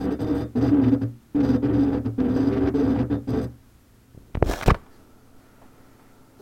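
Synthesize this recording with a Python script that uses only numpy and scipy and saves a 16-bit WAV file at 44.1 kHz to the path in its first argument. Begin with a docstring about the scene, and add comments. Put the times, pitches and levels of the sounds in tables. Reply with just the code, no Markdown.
"""Two stepper motors whine and growl in short, jerky moves: a home-built 3D printer filling in a small cube,
heard from beside the nozzle. Every step knocks the frame, the rotors swing about their detents, the bed
rocks, the bearings chatter and a loose part buzzes. The motors stop and leave a fan's hum; then a hand
knocks and rubs the camera as it shifts it, and the hardest knocks clip."""
import sys
import numpy as np
from scipy import signal
from scipy.fft import rfft, irfft, next_fast_len
from scipy.io import wavfile
from scipy.ndimage import uniform_filter1d

SR = 44100
rng = np.random.default_rng(int(sys.argv[2]) if len(sys.argv) > 2 else 0)


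def waveform_to_disk(signal):
    """Save audio, clipped to [-1, 1], as 16-bit WAV at the path in sys.argv[1]."""
    frames = np.transpose(np.atleast_2d(signal))
    scaled = np.clip(frames, -1, 1) * 32767
    samples = np.round(scaled).astype(np.int16)
    wavfile.write(sys.argv[1], SR, samples)


N = 282681
TIME = np.arange(N) / SR

# Moves of the print head. Levels in all cue tables are set ahead of each layer's own gain and filters.
# (start [s], end [s], cross-axis step rate [Hz], whining harmonic [number], step force [dB],
#  rotor pitch [Hz], rotor level [dB], bed level [dB], whine level [dB], rasp level [dB], zing level [dB])
HEAD_MOVES = [(0, 0.055, 96.95, 5, -39, 274, -34, -38, -46, -50.5, -57),
              (0.053, 0.099, 97.43, 5, -38, 258, -27, -45, -39, -87, -85),
              (0.1, 0.147, 86.95, 5, -41.5, 286, -31.5, -46, -38.5, -55.5, -62),
              (0.189, 0.249, 156.7, 3, -40, 274, -34.5, -30.5, -40, -52, -53),
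              (0.259, 0.314, 156, 3, -39, 286.7, -43, -42, -35, -51, -56),
              (0.296, 0.357, 157.5, 3, -39, 274, -28, -50, -33, -57, -60),
              (0.348, 0.439, 158.6, 3, -41.5, 281.2, -33.5, -33, -39.5, -53.5, -55),
              (0.552, 0.599, 86.3, 5, -40, 255.9, -24, -27.5, -32, -55, -70),
              (0.606, 0.704, 81.83, 6, -36.5, 269.9, -25, -26, -42, -48.5, -57),
              (0.713, 0.808, 105.5, 4, -39, 280.5, -19.5, -39, -52, -86, -72),
              (0.811, 0.898, 81.87, 6, -38.5, 260, -22.5, -24.5, -59, -58.5, -57),
              (0.914, 0.951, 82.65, 6, -39, 270.8, -19.5, -29.5, -35, -57, -83),
              (1.011, 1.04, 86, 5, -42, 262.8, -26.5, -23, -34.5, -57.5, -75),
              (1.347, 1.431, 87.72, 5, -40, 283, -22, -39, -49, -65, -66),
              (1.424, 1.529, 81.96, 6, -37, 275.8, -24, -26.5, -42.5, -48.5, -60),
              (1.525, 1.567, 82.2, 6, -37.5, 268.4, -22, -28, -42, -50.5, -56),
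              (1.622, 1.674, 126.9, 3, -39, 277.2, -25, -28, -28.5, -61, -68),
              (1.679, 1.72, 129.2, 3, -38.5, 287.7, -23.5, -28.5, -26, -79, -83),
              (1.724, 1.775, 127.8, 3, -38.5, 282.2, -24, -27.5, -37.5, -56.5, -62),
              (1.775, 1.85, 81.6, 6, -38.5, 277, -21.5, -33.5, -45, -52, -56),
              (1.854, 1.912, 87.35, 5, -41, 266, -25, -35.5, -47, -64, -62),
              (1.913, 1.985, 82.97, 6, -38, 276.3, -26, -31.5, -38, -60, -74),
              (2.046, 2.082, 86.6, 5, -45, 262.8, -26, -24.5, -34.5, -64.5, -78),
              (2.18, 2.282, 96.84, 5, -39.5, 254.1, -25, -38, -33.5, -69, -67.5),
              (2.28, 2.335, 98.25, 5, -39, 268.7, -26.5, -30.5, -40.5, -55, -60),
              (2.336, 2.502, 81.26, 6, -38, 269.6, -26, -33, -41.5, -51.5, -67),
              (2.504, 2.601, 128.1, 3, -37.5, 272.7, -29.5, -32.5, -29.5, -61.5, -63),
              (2.6, 2.694, 127.9, 3, -38, 275.2, -25, -31.5, -27.5, -63, -74),
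              (2.739, 2.823, 143.9, 3, -38, 277.9, -23.5, -60, -29, -52, -57),
              (2.823, 2.934, 81.24, 6, -37.5, 267.4, -24, -35, -37, -52, -58),
              (2.937, 3.033, 82.13, 6, -38.5, 275.7, -28, -28, -41.5, -62, -80),
              (3.099, 3.159, 86.8, 5, -39.5, 275, -25, -28.5, -44, -60, -54.5),
              (3.272, 3.325, 86.46, 5, -41.5, 252.9, -29.5, -29, -47, -50.5, -64),
              (3.327, 3.404, 87.2, 5, -37.5, 266.8, -30, -33.5, -35, -52.5, -57.5),
              (3.404, 3.453, 87.3, 5, -43, 268.6, -34, -30.5, -57, -52.5, -65)]
LEAD_STEP_HZ, LEAD_DRIFT = 73.43, .015  # the leading axis: step rate, and its drift as a share


def printer():
    """The steps of two motors drive the whole machine, move by move."""
    (starts, ends, cross_hz, harmonic, force_db, rotor_hz,
     rotor_db, bed_db, whine_db, rasp_db, zing_db) = np.transpose(HEAD_MOVES)
    move = np.searchsorted(starts[1:], TIME)
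    zigzag, moving = strokes(starts, ends, move)
    lead, since_step = steps(LEAD_STEP_HZ * (1 + LEAD_DRIFT * walk(9)))
    cross, _ = steps(cross_hz[move])
    force = envelope(starts, ends, force_db, attack=.0043, t60=.0093) * braking(starts, ends)
    whine_gain = envelope(starts, ends, whine_db, attack=.015, t60=.1)
    rotor_gain = envelope(starts, ends, rotor_db, attack=.00073, t60=.29)
    bed_gain = envelope(starts, ends, bed_db, attack=.034, t60=.31)
    rasp_gain = envelope(starts, ends, rasp_db, attack=.0089, t60=.037)
    zing_gain = envelope(starts, ends, zing_db, attack=.02, t60=.14)

    body = frame_knocks(force, lead, cross)
    body += whine_gain * motor_whine(cross_hz[move], harmonic[move])
    body += force * carriage_song(cross_hz[move])
    body += rotor_gain * rotor_swing(zigzag, moving, rotor_hz[move])
    body += bed_gain * bed_rocking()
    grit, growl = bearing_shake(lead + cross, since_step)
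    metal = pulley_rasp(grit + growl, zigzag, rasp_gain) + belt_sizzle(grit) + zing_gain * rod_zing()
    return body + metal + bearing_chatter(grit, growl, force, zigzag)


def steps(hz, jitter_cycles=.012, scatter_db=1.5):
    """One uneven impulse per step, and the seconds since the last step."""
    cycles = np.cumsum(hz) / SR + jitter_cycles * walk(70)
    fired = np.diff(np.floor(cycles), prepend=0) > 0
    impulses = fired * undb(scatter_db * rng.standard_normal(N))
    return unit(impulses - hz / SR), cycles % 1 / hz


def strokes(starts, ends, move, stroke_s=.051):
    """Speed of the head along its zigzag, -1 to 1, and whether it is still moving."""
    lengths = np.minimum(ends, np.append(starts[1:], np.inf)) - starts
    progress = np.clip((TIME - starts[move]) / lengths[move], 0, 1)
    count = np.maximum(np.round(lengths / stroke_s), 1)
    return np.sin(np.pi * count[move] * progress), progress < 1


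def throb(zigzag, turn_db):
    """Gain that swells in mid-stroke and dips as the head slows at each turn."""
    return undb(turn_db) + (1 - undb(turn_db)) * abs(zigzag)


def braking(starts, ends, surge_db=3, early_s=.032, width_s=.0091, min_pause_s=.025):
    """Gain of the short surge of force as the head brakes before each stop."""
    stops = ends[np.append(starts[1:], np.inf) - ends > min_pause_s]
    return undb(surge_db * sum(np.exp(-((TIME - stop + early_s) / width_s) ** 2) for stop in stops))


# The frame's resonances: (frequency [Hz], t60 [s], level [dB])
FRAME_MODES = [(72.2, 0.38, 5), (206.6, 0.22, 9), (227.5, 0.93, 8.5), (246.7, 0.26, 18.5),
               (302.4, 0.17, 12), (374.3, 0.54, 2.5), (422, 0.25, -6.5), (496, 0.082, -14.5),
               (760, 0.29, -6), (800, 0.28, -8.5)]
# Tone of the panels' dense ringing: (frequency [Hz], level [dB])
PANEL_EQ = [(25, -35), (65, -13.5), (110, -9.5), (155, -8), (195, 8), (270, -0.5), (380, 4.5), (500, 5.5),
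            (600, -3), (900, -17), (1250, -12), (2000, -24.5), (3000, -43.5), (6000, -64.5), (16000, -72.5)]


def frame_knocks(force, lead, cross):
    """Each step rings the frame and panels, and the whole machine shudders on the bench."""
    kicks = force * (lead + undb(-4.5) * cross)
    frame = undb(21.5) * ring(kicks, FRAME_MODES)
    panels = undb(18.5) * colour(diffuse(kicks, t60=.19), PANEL_EQ)
    shudder = noise([(15, -5.5), (35, -5), (70, 4), (110, 9.5), (160, -15.5), (300, -19.5), (2000, -77)])
    return frame + panels + undb(.5) * force * shudder


def motor_whine(step_hz, harmonic):
    """In each move one harmonic of the steps meets a resonance and sings out."""
    return undb(-1.25 + 2.5 * walk(50)) * tone(step_hz * harmonic, wander_hz=6.54, rate=55)


def carriage_song(step_hz, resonance_hz=792):
    """The carriage sings along on the step harmonic nearest its resonance."""
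    hz = step_hz * np.round(resonance_hz / step_hz)
    return undb(-13 + 4.6 * walk(30.33)) * tone(hz, wander_hz=4.5, rate=45)


ROTOR_REST_HZ = 281.3  # pitch of the swing without load


def rotor_swing(zigzag, moving, swing_hz, sag_hz=12.1, direction_hz=3.99, lag_s=.0062):
    """The rotor overshoots each detent: a tone that swells and sags under load in mid-stroke."""
    loaded_hz = swing_hz - sag_hz * (abs(zigzag) - np.pi / 4) + direction_hz * zigzag
    lag = np.exp(-1 / (lag_s * SR))
    hz = ROTOR_REST_HZ + signal.lfilter([1 - lag], [1, -lag], moving * (loaded_hz - ROTOR_REST_HZ))
    return tone(hz, wander_hz=6.54, rate=42) * undb(4.5 + 1.3 * walk(70)) * throb(zigzag, turn_db=-10)


def bed_rocking():
    """The bed rocks on its springs with a low, uneven drone."""
    return undb(1.3 * walk(40)) * tone(hz=116, wander_hz=4.42, rate=37)


def bearing_shake(impulses, since_step):
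    """Two textures of shaken bearings: loose grit, hardest just after a step, and a pitched growl."""
    grit = rng.standard_normal(N) * (fade(since_step, t60=.05) + .8) * undb(2.2 * walk(90))
    growl = colour(diffuse(impulses, t60=.06), [(150, -20), (500, 0)])
    return unit(grit), unit(growl)


# Ring of the steel rods and pulleys: (frequency [Hz], t60 [s], level [dB])
ROD_MODES = [(704, .15, 4), (1020, .12, 1), (1168, .18, -2), (1335, .25, 7), (1497, .2, 4), (1565, .15, 6),
             (1624, .1, 4), (1760, .25, 6), (1840, .08, 4), (1983, .2, 5), (2223, .2, 6), (2479, .15, 2),
             (2720, .08, 3), (3036, .15, 5), (4850, .03, 6), (5010, .03, 7), (6150, .008, 2),
             (8000, .012, 7), (12620, .012, 19)]
# Tone of the bearing chatter: (frequency [Hz], level [dB])
CHATTER_EQ = [(200, -1), (420, 22.5), (600, 5.5), (800, 8.5), (1150, -5), (1700, -1.5), (2100, -10.5),
              (2600, -9.5), (3600, -14.5), (4500, -26.5), (8000, -73.5)]


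def bearing_chatter(grit, growl, force, zigzag):
    """The bearings rattle with the force of the steps, and the rods ring on."""
    rattle = (undb(-2.5) * grit + undb(-4) * growl) * force * throb(zigzag, turn_db=-3)
    chatter = undb(3) * colour(rattle + ring(rattle, ROD_MODES), CHATTER_EQ)
    return chatter + undb(-26) * diffuse(chatter, t60=.23)


# Bright edge of the pulleys: (frequency [Hz], level [dB])
PULLEY_EQ = [(2600, -30), (3600, -2), (4400, -8), (4750, 2), (4950, 3), (5200, 2), (5500, -8), (6200, -3),
             (7200, -22), (7900, -11), (8400, -9), (9300, -30), (10000, -42), (12600, -23), (16000, -38)]


def pulley_rasp(shake, zigzag, gain):
    """The pulleys add a metallic rasp that comes and goes with each stroke."""
    scuff = unit(shake) * throb(zigzag, turn_db=-5) * gain
    return undb(4) * colour(scuff + ring(scuff, ROD_MODES), PULLEY_EQ)


# Hard pulls on a belt: (start [s], end [s], level [dB])
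BELT_PULLS = [(0, .055, -59), (0.108, .125, -61), (0.2, .228, -56), (.228, .29, -66), (0.338, .432, -61),
              (0.571, .59, -64), (.612, .7, -69), (1.43, 1.511, -65), (2.33, 2.371, -76),
              (2.43, 2.497, -72), (2.775, 2.818, -69), (3.289, 3.31, -55), (3.351, 3.385, -65),
              (3.408, 3.445, -57.5)]
# The belt's fizzy top end: (frequency [Hz], level [dB])
BELT_EQ = [(5000, -25), (6700, -2), (7300, -6), (7900, 6), (8400, 6), (9400, -2), (10100, -8), (11300, -1),
           (12100, -3), (12650, 7), (13300, -4), (14500, -1), (16000, -4)]


def belt_sizzle(grit):
    """A hard pull makes a belt sizzle on its pulley."""
    return unit(colour(grit, BELT_EQ)) * envelope(*np.transpose(BELT_PULLS), attack=.01, t60=.03)


def rod_zing(hz=3585):
    """One guide rod rings in a thin, narrow band of noise."""
    band = [(3000, -40), (3440, -13), (hz - 35, 0), (hz + 35, 0), (3740, -13), (4300, -40)]
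    return undb(-4.5) * noise(band)


# Spurts of buzzing against the frame: (centre time [s], length [s], level [dB], peak frequency [Hz])
BUZZ_SPURTS = [(0.655, 0.012, -44.5, 1496), (0.69, 0.02, -40, 1903), (0.743, 0.016, -49, 1601),
               (0.844, 0.017, -38.5, 2280), (0.887, 0.016, -40.5, 1679), (1.41, 0.019, -37.5, 1590),
               (1.55, 0.025, -42, 1708), (1.66, 0.033, -44.5, 1896), (1.752, 0.019, -50, 3205),
               (1.969, 0.034, -53, 1999), (2.063, 0.012, -43, 1200), (2.205, .012, -38.5, 1302),
               (2.42, 0.015, -47, 1798), (2.536, 0.036, -40, 2101), (2.577, 0.022, -42, 1904),
               (2.681, 0.026, -37, 1689), (2.996, 0.02, -39, 2100), (3.012, 0.014, -41.5, 1694)]


def loose_part():
    """A loose part taps the frame at the rotor's resting pitch, in gritty bursts that ring the rods."""
    _, since_tap = steps(np.full(N, ROTOR_REST_HZ), jitter_cycles=.098, scatter_db=0)
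    taps = unit(fade(since_tap, t60=.014) * grains(per_second=9000, spread_db=8))
    buzz = np.zeros(N)
    for centre, length, db, hz in BUZZ_SPURTS:
        at = int((centre - .06) * SR) + np.arange(SR // 8)
        eq = [(hz / 4, -12), (hz * .6, -1), (hz, 0), (hz * 1.5, -9),
              (5500, -17), (7500, -34), (16000, -48)]
        swell = np.exp(-(2 * (TIME[at] - centre) / length) ** 2)
        buzz[at] += undb(db) * unit(colour(taps[at], eq)) * swell
    return undb(-3.5) * (buzz + undb(-15) * ring(buzz, ROD_MODES))


def handling():
    """A hand shifts the camera, right at the microphone; the room answers the sharper sounds faintly."""
    rubs = finger_rubs()
    grip = grip_rumble() + hand_creaks()
    close = knocks() + fingertip_squeak() + rubs
    return close + undb(-24) * diffuse(close, t60=.46) + grip + palm_brushes()


# Knocks on the camera: (time [s], jolt level [dB], jolt decay [s], jolt edge [s],
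#  ring level [dB], ring pitch [Hz], crack level [dB])
CAMERA_KNOCKS = [(4.149, -32.5, .0019, 0.00062, -56, 520, -68),
                 (4.177, -26.5, 0.0026, .00068, -40, 490, -72),
                 (4.348, -32, .0004, 0.000036, -48, 1500, -36),
                 (4.3528, -16.5, 0.0048, .00007, -38, 620, -35),
                 (4.3718, -22, .001, 0.00014, -35, 624, -62), (4.376, -8.5, 0.0032, 0.0018, -50, 493, -70),
                 (4.4264, -0.5, 0.0013, 0.00017, -6, 640, -48), (4.4286, -4, 0.0021, 0.0007, -22, 470, -60),
                 (4.4963, -19, 0.0043, .0008, -7.5, 378, -45), (4.536, -31, .002, .0003, -21, 800, -24),
                 (4.612, -35, .001, .00006, -30, 1550, -22), (4.625, -27, .002, .0003, -23, 1480, -22),
                 (4.633, -30, .0018, .0001, -20, 1700, -24), (4.6608, -20, .001, .00003, -30, 694, -36),
                 (4.6745, -26, .002, .0001, -18, 900, -38), (4.6822, -21, 0.0011, .00004, 2.5, 560, -19),
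                 (4.6868, -5.5, 0.0044, 0.00038, -6, 905, -28),
                 (4.7053, -15, .001, 0.000066, -11, 1140, -14),
                 (4.7118, -19, 0.0024, 0.00039, -18, 700, -30), (4.718, 0.5, 0.0044, 0.0018, -26, 396, -44),
                 (4.745, -25, .002, .0003, -16, 1350, -28), (4.865, -58, .002, .0005, -44, 1020, -60),
                 (5.622, -58, .002, .0005, -40, 810, -64)]
# Body of a knock through the case: (frequency [Hz], level [dB])
THUMP_EQ = [(15, -14.5), (40, -4.5), (90, 1), (200, -1), (450, 1), (1000, -1), (3500, 1.5), (6500, -14),
            (16000, -24)]
# Bite of its dry crack: (frequency [Hz], level [dB])
CRACK_EQ = [(100, -11), (1300, 7.5), (2600, 2.5), (4000, -9), (9000, -22), (16000, -39)]


def knocks(ring_cycles=5.7):
    """Each knock presses the case and lets go: a two-sided jolt, a short ring and a dry crack."""
    thumps, crack_gain = np.zeros(N), np.zeros(N)
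    pre_roll = SR // 20
    t = TIME[:SR // 5] - TIME[pre_roll]
    for time, jolt_db, decay, edge, ring_db, hz, crack_db in CAMERA_KNOCKS:
        at = int(time * SR) - pre_roll + np.arange(len(t))
        jolt = -np.tanh(t / edge) * np.exp(-abs(t) / decay)
        ringing = -np.sin(2 * np.pi * hz * t) * fade(t, ring_cycles / hz) * (1 - fade(t, 1 / hz))
        thumps[at] += undb(jolt_db) * jolt + undb(ring_db) * ringing
        crack_gain[at] += undb(crack_db) * fade(t, t60=.019)
    cracks = crack_gain * rng.standard_normal(N)
    return undb(-1.5) * colour(thumps, THUMP_EQ) + undb(3) * colour(cracks, CRACK_EQ)


# Finger slides: (start [s], end [s], attack [s], rumble level [dB], scrape level [dB], hiss level [dB])
FINGER_RUBS = [(4.437, 4.527, 0.058, -18, -33, -39.5), (4.51, 4.546, .0035, -22.5, -27.5, -37),
               (4.51, 4.53, .002, -30, -33, -35), (4.531, 4.611, .0073, -33, -36, -42.5),
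               (4.605, 4.64, .032, -42, -30.5, -38), (4.659, 4.684, 0.0016, -29, -37, -33),
               (4.676, 4.709, 0.0045, -10, -20, -44), (4.705, 4.714, .004, -16, -32, -49),
               (4.743, 4.751, .002, -38, -30, -62)]
# Resonances of the camera's case: (frequency [Hz], t60 [s], level [dB])
CASE_MODES = [(697, 0.041, -12), (1500, 0.03, -4), (1730, 0.026, 16), (2550, 0.026, 7), (2980, 0.013, 5),
              (5360, .01, 11)]
# Midrange scrape of skin: (frequency [Hz], level [dB])
SCRAPE_EQ = [(150, -16), (280, -11), (700, 0), (1000, -8.5), (1700, -13), (2900, -19), (4500, -18.5),
             (9000, -68)]
# The hiss on top of it: (frequency [Hz], level [dB])
HISS_EQ = [(1500, 6), (2600, 6), (4000, 6.5), (7500, -1), (11000, -8), (16000, -5.5)]


def finger_rubs():
    """Skin sticks and slips on the case: a grainy scrape with a bright hiss."""
    starts, ends, attacks, _, scrape_db, hiss_db = np.transpose(FINGER_RUBS)
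    slips = undb(2.8 * walk(450)) * grains(per_second=9000, spread_db=9)
    scrape = unit(colour(slips + ring(slips, CASE_MODES), SCRAPE_EQ))
    scrape *= envelope(starts, ends, scrape_db, attacks, t60=.044)
    hiss = unit(colour(slips, HISS_EQ)) * envelope(starts, ends, hiss_db, attacks, t60=.0076)
    return undb(-3.5) * scrape + undb(1.5) * hiss


# Squeezes of the grip: (start [s], end [s], level [dB])
GRIP_SQUEEZES = [(4.12, 4.363, -50.5), (4.382, 4.507, -29.5), (4.65, 4.712, -18.5)]


def grip_rumble(hold_db=-65):
    """The case rumbles as the grip flexes it and the fingers slide, then faintly as the hand holds on."""
    starts, ends, attacks, rumble_db, _, _ = np.transpose(FINGER_RUBS)
    squeezing = envelope(*np.transpose(GRIP_SQUEEZES), attack=.051, t60=.15)
    sliding = undb(-11.5) * envelope(starts, ends, rumble_db, attacks, t60=.051)
    holding = undb(hold_db) * (TIME > ends[-1])
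    rumble = noise([(12, -14), (30, 11.5), (80, -2), (160, -8), (400, -8), (1200, -41), (5000, -81)])
    return (squeezing + sliding + holding) * rumble


def fingertip_squeak(time_s=4.705, width_s=.0027, hz=1145, db=-11.5):
    """Fast stick and slip of a fingertip: a short rough tone with an overtone."""
    phase = 2 * np.pi * np.cumsum(hz * (1 + .0496 * walk(600))) / SR
    squeak = unit(np.sin(phase) + undb(-17) * np.sin(2 * phase))
    return undb(db) * squeak * np.exp(-((TIME - time_s) / width_s) ** 2)


# Creaks in the hand: (time [s], level [dB], peak frequency [Hz], length [s])
HAND_CREAKS = [(4.736, -40, 775, 0.022), (4.86, -50, 980, 0.0096), (5.345, -59, 70, 0.028),
               (5.612, -52, 825, 0.028), (5.99, -57, 1190, 0.02), (6.394, -44, 365, 0.022)]


def hand_creaks():
    """Faint creaks, each a band of noise that swells quickly and dies away."""
    creaks = np.zeros(N)
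    for time, db, hz, length in HAND_CREAKS:
        age = np.maximum(TIME - time, 0) / length * 2
        band = noise([(hz / 4, -14), (hz, 0), (hz * 1.38, -9), (hz * 8, -42)])
        creaks += undb(db) * age * np.exp(1 - age) * band
    return creaks


# Light touches of the palm: (start [s], end [s], attack [s], level [dB], peak frequency [Hz])
PALM_BRUSHES = [(4.882, 4.96, .04, -68, 1750), (4.9, 4.96, 0.028, -67, 4600), (5.36, 6.1, .07, -69.5, 1930),
                (6.385, 6.41, .01, -66, 4400)]


def palm_brushes():
    """The palm swishes softly over the case, each time a wavering band of noise."""
    swishes = np.zeros(N)
    for start, end, attack, db, hz in PALM_BRUSHES:
        gain = envelope([start], [end], [db], attack, t60=.25) * undb(1.2 * walk(16))
        swishes += gain * noise([(hz / 3, -28), (hz * .71, -7), (hz, 0), (hz * 1.13, -4), (hz * 2, -26)])
    return swishes


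# Fan air and room tone before the camera turns: (frequency [Hz], level [dB per Hz])
AIR_BEFORE_TURN = [(12, -82), (30, -77), (90, -78), (150, -85), (280, -85), (400, -91), (600, -97),
                   (1350, -99), (2500, -105), (4000, -107), (14000, -110)]
# The same air after the turn: (frequency [Hz], level [dB per Hz])
AIR_AFTER_TURN = [(12, -66), (30, -92), (90, -79.5), (150, -85.5), (280, -81), (600, -89.5), (850, -91.5),
                  (1080, -95), (1350, -90.5), (1600, -100), (2050, -102), (2600, -105), (8000, -108),
                  (14000, -110)]
# Fan, mains and motor driver tones: (frequency [Hz], level before the turn [dB], level after it [dB])
HUM_TONES = [(59.2, -65, -72), (118.4, -62, -63), (204.6, -76, -69), (236.9, -69, -68), (263.8, -67, -62),
             (436, -80, -71), (737.5, -85, -77), (893.6, -86, -76), (1330, -85, -72), (1428, -86, -77),
             (11542, -81, -81)]


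def fan(turn_s=(4.5, 4.8)):
    """Steady air noise and wavering tones; the midrange opens up once the camera has turned."""
    turned = np.interp(TIME, turn_s, [0, 1])
    white = np.sqrt(SR / 2) * rng.standard_normal(N)  # 0 dB per Hz
    air = (1 - turned) * colour(white, AIR_BEFORE_TURN) + turned * colour(white, AIR_AFTER_TURN)
    hum = sum(undb(before + turned * (after - before)) * tone(hz, wander_hz=1.1, rate=17)
              for hz, before, after in HUM_TONES)
    return air * undb(.5 * walk(16)) + hum


def undb(db):
    """Decibels to gain."""
    return 10 ** (np.asarray(db) / 20)


def unit(x):
    """Scale to rms 1."""
    return x / np.sqrt(np.mean(x ** 2))


def colour(x, points):
    """Minimum-phase EQ through the (frequency [Hz], level [dB]) points."""
    hz, db = np.transpose(points)
    size = next_fast_len(len(x) + 8192) * 2
    bin_hz = np.arange(size // 2 + 1) * SR / size
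    response = undb(np.interp(np.log(bin_hz + 1), np.log(hz), db))
    cepstrum = irfft(np.log(response))
    cepstrum[1:size // 2] *= 2  # folded forward, so nothing rings ahead of a hit
    cepstrum[size // 2 + 1:] = 0
    return irfft(rfft(x, size) * np.exp(rfft(cepstrum)))[:len(x)]


def noise(points):
    """Coloured noise of rms 1."""
    return unit(colour(rng.standard_normal(N), points))


def walk(rate):
    """Smooth random drift of rms 1, with `rate` new values a second."""
    hold = int(SR / rate)
    stairs = np.repeat(rng.standard_normal(N // hold + 1), hold)[:N]
    return unit(uniform_filter1d(uniform_filter1d(stairs, hold), hold))


def tone(hz, wander_hz, rate):
    """A sine of rms 1 whose pitch wanders."""
    return np.sqrt(2) * np.sin(2 * np.pi * np.cumsum(hz + wander_hz * walk(rate)) / SR)


def grains(per_second, spread_db):
    """Tiny clicks of uneven size at random moments; rms 1."""
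    clicks = (rng.random(N) < per_second / SR) * rng.choice([-1, 1], N)
    return unit(clicks * undb(spread_db * rng.uniform(-.75, 1, N)))


def fade(t, t60):
    """Exponential decay that starts at t = 0."""
    return (t >= 0) * np.exp(-np.log(1000) * np.maximum(t, 0) / t60)


def envelope(starts, ends, dbs, attack, t60):
    """Gain of a row of gestures: each rises, holds its level and dies away."""
    gain = np.zeros(N)
    for start, end, db, rise in zip(starts, ends, dbs, np.broadcast_to(attack, len(starts))):
        span = slice(max(int(start * SR), 0), int((end + 2 * t60) * SR))
        t = TIME[span]
        shape = np.clip((t - start) / rise, 0, 1) * fade(np.maximum(t - end, 0), t60)
        gain[span] = np.maximum(gain[span], undb(db) * shape)
    return gain


def ring(x, modes):
    """Damped resonances, each with the given gain at its centre."""
    out = 0
    for hz, t60, db in modes:
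        pole = np.exp((2j * np.pi * hz - np.log(1000) / t60) / SR)
        out = out + 2 * (1 - abs(pole)) * undb(db) * signal.lfilter([1], [1, -pole], x + 1e-18).imag
    return out


def diffuse(x, t60):
    """Smear a sound with a dense decaying tail of equal energy."""
    t = TIME[:SR // 2]
    tail = rng.standard_normal(len(t)) * fade(t, t60)
    return signal.fftconvolve(x, tail / np.linalg.norm(tail))[:N]


def scene():
    """Printer, hand and fan at one microphone."""
    return (printer() + loose_part() + handling() + fan())[None]


def record(dry):
    """The camera clips the hardest knocks and cuts the top."""
    ceiling, top_hz = .7, 15900
    lowpass = signal.ellip(10, .2, 80, top_hz, fs=SR, output="sos")
    return signal.sosfilt(lowpass, np.clip(dry, -ceiling, ceiling))


dry = scene()
out = record(dry)
waveform_to_disk(out)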